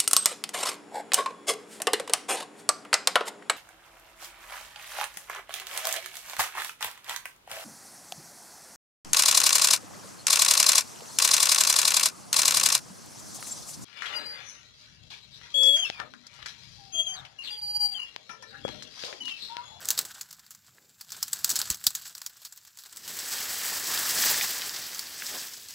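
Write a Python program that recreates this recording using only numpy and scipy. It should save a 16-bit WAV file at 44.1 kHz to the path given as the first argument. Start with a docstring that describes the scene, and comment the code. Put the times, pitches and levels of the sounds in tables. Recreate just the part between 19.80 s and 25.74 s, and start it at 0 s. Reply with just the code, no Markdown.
"""A palm frond is pulled by hand off a fish trap in a ditch: dry leaflets crinkle by stick-slip and snap as
decaying noise with short resonances, and the stalk thuds twice as damped low sines with hollow knocks.
The frond is then swept through ferns on the bank: dense random contacts merge into a long rustle, with
a few twig ticks and dull stalk scrapes, each a broad resonance. The open air is quiet, shaped noise with
a faint, steady band of insects; one close microphone filters the sum."""
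import sys
import numpy as np
from scipy import signal
from scipy.fft import rfft, irfft, next_fast_len
from scipy.io import wavfile

SR = 44100
rng = np.random.default_rng(int(sys.argv[2]) if len(sys.argv) > 2 else 0)


def to_wav(s):
    """Save 16-bit WAV."""
    ch = np.atleast_2d(s).T  # columns
    pcm = np.round(np.clip(ch, -1, 1) * 32767)  # PCM
    wavfile.write(sys.argv[1], SR, pcm.astype(np.int16))


N = 262020
TIME = np.arange(N) / SR

# quiet outdoor background, relative spectrum: frequency_hz, density_db
AIR_COLOUR = [(15, -31), (25, -13), (43, -8), (105, 3.5), (641, -29), (1190, -10), (2550, -5.5),
              (2840, -16), (3720, -20), (4600, -10), (7110, -4), (9320, -19), (13600, -4.5), (16000, -9)]
AIR_DB = -68  # mean level, about which it wavers
# a faint, steady chorus of insects: centre_hz, width_hz, level_db
INSECTS = (7250, 330, -72)
# twigs and ribs tapping: start_s, peak_level_db, pitch_hz
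TWIG_TAPS = [(0.186, -37, 410), (0.983, -44, 1620), (2.417, -36, 1400), (4.176, -16.5, 4800),
             (4.4252, -12.5, 5200), (4.438, -16, 1770), (4.611, -15.5, 2430), (4.819, -21.5, 3060),
             (4.894, -20.5, 5060), (4.965, -21, 4600), (5.4215, -23.5, 1980), (5.886, -29, 6300),
             (5.907, -29, 6140)]
# the stalk scraping with a dull, hollow sound: centre_s, level_db, length_s (to 1/e on either side), pitch_hz
STALK_SCRAPES = [(0.03, -57, 0.067, 500), (0.22, -53, .035, 430), (1.02, -70, .1, 378),
                 (1.729, -51.5, 0.027, 229), (3.313, -56.5, .05, 300), (5.548, -49, .035, 480)]
# the stalk knocking free: start_s, swing_level_db, pitch_hz, hollow_knock_db
STALK_THUDS = [(1.905, -28, 65, -34.5), (2.068, -38, 75, -36.5)]

# force of the frond brushing through the ferns, as the level of the leaves: time_s, level_db
SWEEP_FORCE = [(3.22, -53), (3.3, -45), (3.42, -42.5), (3.54, -38), (3.73, -39), (3.94, -36), (4.03, -39.5),
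               (4.13, -33), (4.3, -34), (4.43, -29.5), (4.72, -36), (4.82, -39.5), (5.04, -41.5),
               (5.32, -46), (5.55, -39), (5.69, -44), (5.83, -51), (5.93, -48)]
# filter for fern contacts: frequency_hz, gain_db
SWEEP_COLOUR = [(35, -48), (60, -15), (315, -10), (579, -9), (803, -8), (1250, -7), (1680, -3.1),
                (2400, -6.3), (3850, -4.5), (4970, -0.5), (7940, -3), (9350, -6.5), (14900, -8),
                (16000, -7.5)]
# the fern leaves that rub most: time_s, resonance_hz
FERN_PITCH = [(3.2, 4670), (3.55, 7300), (3.95, 7450), (4.15, 5400), (4.5, 5700), (4.9, 5200), (5.35, 5050),
              (5.55, 6900), (5.9, 6400)]
SWEEP_START_S, SWAY_DB = 3.15, -67.5  # the frond enters the ferns; low rumble of the swaying plants
STALK_RUB_DB, TIP_HISS_DB = -5.7, 2  # stalk and fine tips, relative to the leaves, until the ferns settle
# the ferns spring back: change of hiss and of rubbing
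SETTLE_S, SETTLE_HISS_DB, SETTLE_RUB_DB = 4.78, -2, -1
REST_S, REST_RUB_DB_PER_S = 5.55, 14  # the stalk comes to rest and its rubbing fades

# tugs of the hand, each swelling and dying away: peak_s, level_db, rise_db_per_s, fall_db_per_s,
# rib_db (rubbing ribs relative to the leaflets)
TUGS = [(0.12, -41, 25, 44, -7), (0.88, -61, 98, 50, -9.5), (1.34, -45.5, 135, 9, -11.5),
        (1.8, -37.5, 43, 50, -10), (2.28, -42.5, 70, 280, -18.5), (2.63, -57.5, 120, 65, -15),
        (3.03, -54.5, 240, 40, -15), (3.22, -48, 80, 50, -6)]
# filter for leaflet contacts: frequency_hz, gain_db
PULL_COLOUR = [(88, -72), (150, -9), (504, -15), (774, -9.5), (1210, -8), (1500, -2.5), (2100, -12.5),
               (3100, -7), (4410, -3), (5050, -3), (6140, -5.5), (7770, -2), (8900, -8), (15100, -4),
               (16000, -12)]
HOLD_DB = -69  # leaflets stirring between tugs
# rumble relative to the rubbing ribs; steady rumble of the frond against the trap
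RUMBLE_DB, TRAP_DB = -14, -76.5
FREE_S, FREE_DROP_DB = 2.44, -10.5  # the frond leaves the trap and both rumbles drop

# dry leaflets snapping: start_s, level_db (before SNAP_GAIN_DB), resonance_hz, crack_t60_s
LEAFLET_SNAPS = [(0.0548, -16.5, 7740, .022), (0.087, -5, 7150, .017), (0.105, -2, 6740, 0.011),
                 (0.112, -9.5, 6800, 0.019), (0.177, -7, 3700, 0.08), (0.190, -3, 8500, 0.015),
                 (0.212, -18, 3970, .051), (0.251, -18.5, 7780, .06), (0.411, -14.5, 6900, .04),
                 (0.51, -26, 8450, .027), (0.528, -25, 6150, .022), (0.594, -32, 5780, 0.033),
                 (0.664, -34, 4910, .025), (0.707, -23.5, 6960, 0.088), (0.749, -29.5, 7100, .031),
                 (1.2107, -20.5, 4700, .034), (1.304, -25, 4580, 0.032), (1.32, -17, 5800, 0.027),
                 (1.428, -5, 5100, 0.019), (1.4805, -19.5, 7360, .035), (1.531, -5, 8000, .031),
                 (1.6453, -0.5, 7000, 0.02), (1.693, -6.5, 7700, 0.067), (1.702, -4.5, 7150, .067),
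                 (1.7128, -7.5, 5500, 0.048), (1.7567, -6, 5290, 0.088), (1.763, -7.5, 5130, .02),
                 (1.7904, -8, 7650, .029), (1.8155, -8, 4440, 0.023), (1.902, -4.5, 7400, 0.015),
                 (1.9104, -9.5, 6500, 0.066), (1.945, -17.5, 6560, .025), (2.04, -14.5, 8000, 0.058),
                 (2.0672, 4, 4200, 0.028), (2.105, -19.5, 7870, .025), (2.151, -8.5, 6800, 0.052),
                 (2.351, -20, 4800, 0.028), (2.38, -24, 7540, 0.022), (2.417, -20, 5010, 0.024),
                 (2.4627, -13, 5660, .035), (2.65, -18.5, 4400, 0.084), (2.724, -25.5, 7500, .056),
                 (2.779, -35, 6460, .02), (2.85, -32.5, 3680, 0.023), (2.876, -32.5, 5630, .025),
                 (2.973, -28.5, 6700, .014), (2.988, -24.5, 5000, 0.13), (3.037, -29, 4340, .02),
                 (3.161, -27, 8440, .015), (3.17, -20, 8100, .05), (3.278, -16.5, 2820, 0.056),
                 (3.389, -14.5, 8010, 0.036), (5.147, -17.5, 6370, 0.038), (5.193, -11.5, 5000, 0.027),
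                 (5.736, -23.5, 7190, .025)]
# filter for the cracks: frequency_hz, gain_db
SNAP_COLOUR = [(120, -16), (200, -17.5), (440, -30), (760, -18.5), (1450, -19.5), (2610, -9.5), (4430, 3),
               (5230, 3), (7970, 2), (9400, -1.5), (10100, 1.5), (11100, -1), (12600, 1), (16000, -4)]
SNAP_GAIN_DB = 8  # common gain of all snaps and lesser cracks
# woody ring of the rib under a 0 dB snap; it grows more slowly than the crack, so soft snaps sound woodier
RIB_DB, RIB_DB_PER_DB = -23.5, .69
# lesser cracks while the frond is handled: level over the sliding leaflets before SNAP_GAIN_DB, and spread
CRACKS_PER_S, CRACK_DB, CRACK_SPREAD_DB, CRACK_T60_S = 14, 13, 5, .018

# microphone resonances: centre_hz, width_hz, gain_db
MIC_PORT = [(1760, 290, 1.5), (5460, 480, -0.5), (7930, 610, 4.5), (9070, 2660, -5), (15000, 1000, 3.5)]
BASS_CUT_HZ, TOP_HZ = 42, 15750


def undb(db):
    """Convert decibels to an amplitude ratio: 20 dB per factor of ten."""
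    return np.exp(np.asarray(db) * (np.log(10) / 20))


def unit(x):
    """Normalise the mean power, giving an rms of 1."""
    return x / np.sqrt(np.mean(x ** 2) + 1e-18)


def curves(table):
    """Interpolate each column linearly against the first, which is time."""
    s, *columns = np.transpose(table)
    return [np.interp(TIME, s, column) for column in columns]


def after(s, ramp_s):
    """Linear transition from 0 to 1, centred on a moment."""
    return np.clip((TIME - s) / ramp_s + .5, 0, 1)


def walk(rate):
    """Random modulation: normal values of spread 1, rate per second, joined by straight lines."""
    knots = rng.standard_normal(8192)
    return np.interp(TIME * rate, np.arange(len(knots)), knots)


def band(x, lo_hz, hi_hz):
    """Band-pass by the difference of two soft low-passes, so that neighbouring bands add up flat."""
    size = next_fast_len(len(x), True)
    hz6 = (np.arange(size // 2 + 1) * SR / size) ** 6
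    below_hi = 1 / (1 + hz6 / float(hi_hz) ** 6)
    below_lo = 1 / (1 + hz6 / float(lo_hz) ** 6)
    return irfft(rfft(x, size) * (below_hi - below_lo), size)[:len(x)]


def ring(x, hz, width_hz):
    """A single damped resonator, of gain 1 at its centre."""
    b, a = signal.iirpeak(hz, hz / width_hz, fs=SR)
    return signal.lfilter(b, a, x)


def colour(x, points, size=2048):
    """Minimum-phase filter: the folded cepstrum makes a magnitude curve causal."""
    hz, db = np.transpose(points)
    grid = np.maximum(np.arange(size // 2 + 1) * SR / size, 1)
    magnitude = undb(np.interp(np.log(grid), np.log(hz), db))
    cepstrum = irfft(np.log(magnitude))
    cepstrum[1:size // 2] *= 2
    cepstrum[size // 2 + 1:] = 0
    impulse = irfft(np.exp(rfft(cepstrum)))
    return signal.fftconvolve(x, impulse)[:len(x)]


def grains(rate, spread_db, cap_db):
    """Random impulses with exponentially spread levels: many faint contacts, a few strong ones."""
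    place, strength, side = rng.random((3, int(rate * N / SR)))
    level_db = np.minimum(-spread_db * np.log1p(-strength), cap_db)
    push = undb(level_db) * np.sign(side - .5)
    return unit(np.bincount((place * N).astype(int), push, N))


def scatter(x, t60, tail_db):
    """Energy decay: each contact shakes the neighbouring leaves, whose hiss dies away exponentially."""
    keep = 1e-6 ** (1 / (t60 * SR))
    energy = signal.lfilter([1 - keep], [1, -keep], x ** 2)
    return x + undb(tail_db) * np.sqrt(energy) * rng.standard_normal(N)


def crinkle(rate, spread_db, cap_db, leaf_db, flutter_db, count=6):
    """Impact excitation: broad ticks plus leaflets of many sizes, each ringing at its own pitch in bursts."""
    leaves = 0
    for hz in np.geomspace(1200, 14000, count):
        contacts = grains(rate / count, spread_db, cap_db) * undb(flutter_db * walk(70))
        leaves = leaves + ring(contacts, hz, hz / 2.5)
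    ticks = grains(rate, spread_db, cap_db)
    return unit(ticks + undb(leaf_db) * unit(leaves))


def shimmer(x, flicker_db, centre_hz, lift_db, count=10):
    """Independent band modulation: each leaf size flickers, and the size that rubs most lifts its own pitch."""
    edges = np.concatenate([[1], np.geomspace(1100, 13000, count), [SR]])
    out = 0
    for lo, hi in zip(edges, edges[1:]):
        octaves = np.log2(np.sqrt(lo * hi) / centre_hz)
        nearness = np.exp(-(octaves / 0.23) ** 2)
        out = out + band(x, lo, hi) * undb(flicker_db * walk(90) + lift_db * nearness)
    return out


def air():
    """Broadband ambient noise, gently wavering, with a narrow band of noise for insects far off."""
    hz, width_hz, db = INSECTS
    chorus = ring(ring(rng.standard_normal(N), hz, width_hz), hz, width_hz)
    background = unit(colour(rng.standard_normal(N), AIR_COLOUR))
    return unit(chorus) * undb(db) + background * undb(AIR_DB + walk(3.7))


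def twigs(size=1500):
    """Heavily damped resonance: a short burst of noise drives one broad, woody ring."""
    out, t = np.zeros(N + size), np.arange(size) / SR
    for s, db, hz in TWIG_TAPS:
        push = rng.standard_normal(size) * undb(-60 * t / 0.014)
        tap = ring(ring(push, hz, .8 * hz), hz, .8 * hz)
        start = int(s * SR)
        out[start:start + size] += undb(db) * tap / np.abs(tap).max()
    return out[:N]


def scrapes():
    """Friction excitation: the rough skin of the dragged stalk shakes one low, broad resonance."""
    out = 0
    for s, db, length_s, hz in STALK_SCRAPES:
        rough_skin = grains(1500, 2.6, 12)
        body = ring(ring(rough_skin, hz, 1.7 * hz), hz, 1.7 * hz)
        out = out + unit(body) * undb(db) * np.exp(-((TIME - s) / length_s) ** 2)
    return out


def thuds():
    """Damped oscillation: the heavy stalk swings for a few cycles and knocks hollowly on the trap."""
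    out = 0
    for s, db, hz, knock_db in STALK_THUDS:
        t = np.maximum(TIME - s, 0)
        swing = undb(db - 60 * t / 0.045) * np.sin(2 * np.pi * hz * t)
        hollow = unit(ring(band(rng.standard_normal(N), 80, 330), 140, 140))
        onset = np.minimum(t / 0.0013, 1)
        out = out + swing + hollow * undb(knock_db - 60 * t / 0.042) * onset
    return out


def sweep():
    """Dense random contacts: soft fern tips flick along the frond and merge into a grainy hiss."""
    force_db, = curves(SWEEP_FORCE)
    fern_hz, = curves(FERN_PITCH)
    contacts = scatter(crinkle(6000, 2.57, 13.5, 2.1, 3.1), t60=0.07, tail_db=0.5)
    rustle = colour(contacts * undb(0.43 * walk(70)), SWEEP_COLOUR)
    rustle = shimmer(rustle, 2.0, fern_hz, lift_db=3.0)
    leaves = unit(band(rustle, 2470, 6160))
    stalk = unit(band(rustle, 45, 2350)) * undb(STALK_RUB_DB + SETTLE_RUB_DB * after(SETTLE_S, .2))
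    stalk = stalk * undb(-REST_RUB_DB_PER_S * np.maximum(TIME - REST_S, 0))
    hiss = unit(band(rustle, 7360, 19800)) * undb(TIP_HISS_DB + SETTLE_HISS_DB * after(SETTLE_S, 0.16))
    sway = unit(band(rng.standard_normal(N), 47, 480)) * undb(SWAY_DB)
    return ((leaves + stalk + hiss) * undb(force_db) + sway) * after(SWEEP_START_S, 0.11)


def effort():
    """Addition of powers: tugs join the stir of the held frond, giving leaflet and rib levels in dB."""
    leaves, ribs = undb(HOLD_DB) ** 2, 1e-18
    for s, db, rise, fall, rub_db in TUGS:
        drop_db = np.maximum(rise * (s - TIME), fall * (TIME - s))
        power = undb(db - drop_db) ** 2
        leaves = leaves + power
        ribs = ribs + power * undb(rub_db) ** 2
    return 10 * np.log10(leaves), 10 * np.log10(ribs)


def pull():
    """Stick-slip friction: stiff leaflets catch and slip, the ribs rub and the trap rumbles under them."""
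    leaf_db, rib_db = effort()
    contacts = scatter(crinkle(700, 4.2, 16.5, 1.5, 4.0), t60=0.075, tail_db=2)
    rustle = colour(contacts * undb(2.34 * walk(45.06)), PULL_COLOUR)
    rustle = shimmer(rustle, 2.7, 4800, lift_db=.6)
    leaves = unit(band(rustle, 2450, 14800)) * undb(leaf_db)
    ribs = unit(band(rustle, 264, 2470)) * undb(rib_db)
    rumble = unit(band(rng.standard_normal(N), 67, 227)) * (undb(rib_db + RUMBLE_DB) + undb(TRAP_DB))
    rumble = rumble * undb(FREE_DROP_DB * after(FREE_S, 0.45))
    return (leaves + ribs + rumble) * (1 - after(SWEEP_START_S, 0.086))


def lesser_cracks():
    """Random fracture: small snaps at random moments, as strong as the hand is pulling."""
    place, strength, pitch = rng.random((3, int(CRACKS_PER_S * SWEEP_START_S)))
    s = place * SWEEP_START_S
    leaf_db, _ = effort()
    db = np.interp(s, TIME, leaf_db) + CRACK_DB + CRACK_SPREAD_DB * (2 * strength - 1)
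    return [(at, level, 4000 + 4000 * p, CRACK_T60_S) for at, level, p in zip(s, db, pitch)]


def snap(db, hz, t60, size, lead_size):
    """Brittle fracture: a fibre strains and breaks, smaller cracks run on, leaflet and rib ring briefly."""
    t = np.arange(size - lead_size) / SR
    lead_t = np.arange(-lead_size, 0) / SR
    creak = undb(-14.5) * np.exp(lead_t / (.06 * t60))  # long tears creak longer
    split = undb(-60 * t / t60)
    click = .5 * np.exp(-t / 0.00043)
    shaking_leaves = undb(-17.5 - 60 * t / 0.11)
    fade = np.concatenate([creak, split + click + shaking_leaves])
    fibres = rng.standard_normal(size) * undb(3.0 * rng.standard_normal(size))
    crack = colour(fibres * fade, SNAP_COLOUR)
    crack = crack + 1.1 * ring(crack, hz, 930)
    rib = ring(ring(rng.standard_normal(size) * fade, 1380, 1130), 1450, 1460)
    rib = band(rib, 560, 4000)
    rib_db = RIB_DB + RIB_DB_PER_DB * db
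    # both parts are scaled to unit energy before their levels apply
    return undb(db) * crack / np.linalg.norm(crack) + undb(rib_db) * rib / np.linalg.norm(rib)


def snaps(size=6000, lead_size=400):
    """Superposition of fractures: the listed snaps with the lesser cracks among them."""
    out = np.zeros(N + size)
    for s, db, hz, t60 in LEAFLET_SNAPS + lesser_cracks():
        start = max(int(s * SR) - lead_size, 0)  # the creak leads the break
        out[start:start + size] += snap(db, hz, t60, size, lead_size)
    return undb(SNAP_GAIN_DB) * out[:N]


def scene():
    """Linear superposition of all sources at one microphone, the same in both channels."""
    background = air()
    stalk = twigs() + scrapes() + thuds()
    frond = sweep() + pull() + snaps()
    return np.tile(background + stalk + frond, (2, 1))


def record(dry):
    """Resonance and band limits: the microphone port colours the treble; deepest bass and top are cut."""
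    for hz, width_hz, db in MIC_PORT:
        dry = dry + (undb(db) - 1) * ring(dry, hz, width_hz)
    dry = signal.sosfilt(signal.butter(2, BASS_CUT_HZ, "high", fs=SR, output="sos"), dry)
    return signal.sosfilt(signal.ellip(10, .2, 70, TOP_HZ, fs=SR, output="sos"), dry)


dry = scene()
out = record(dry)
to_wav(out)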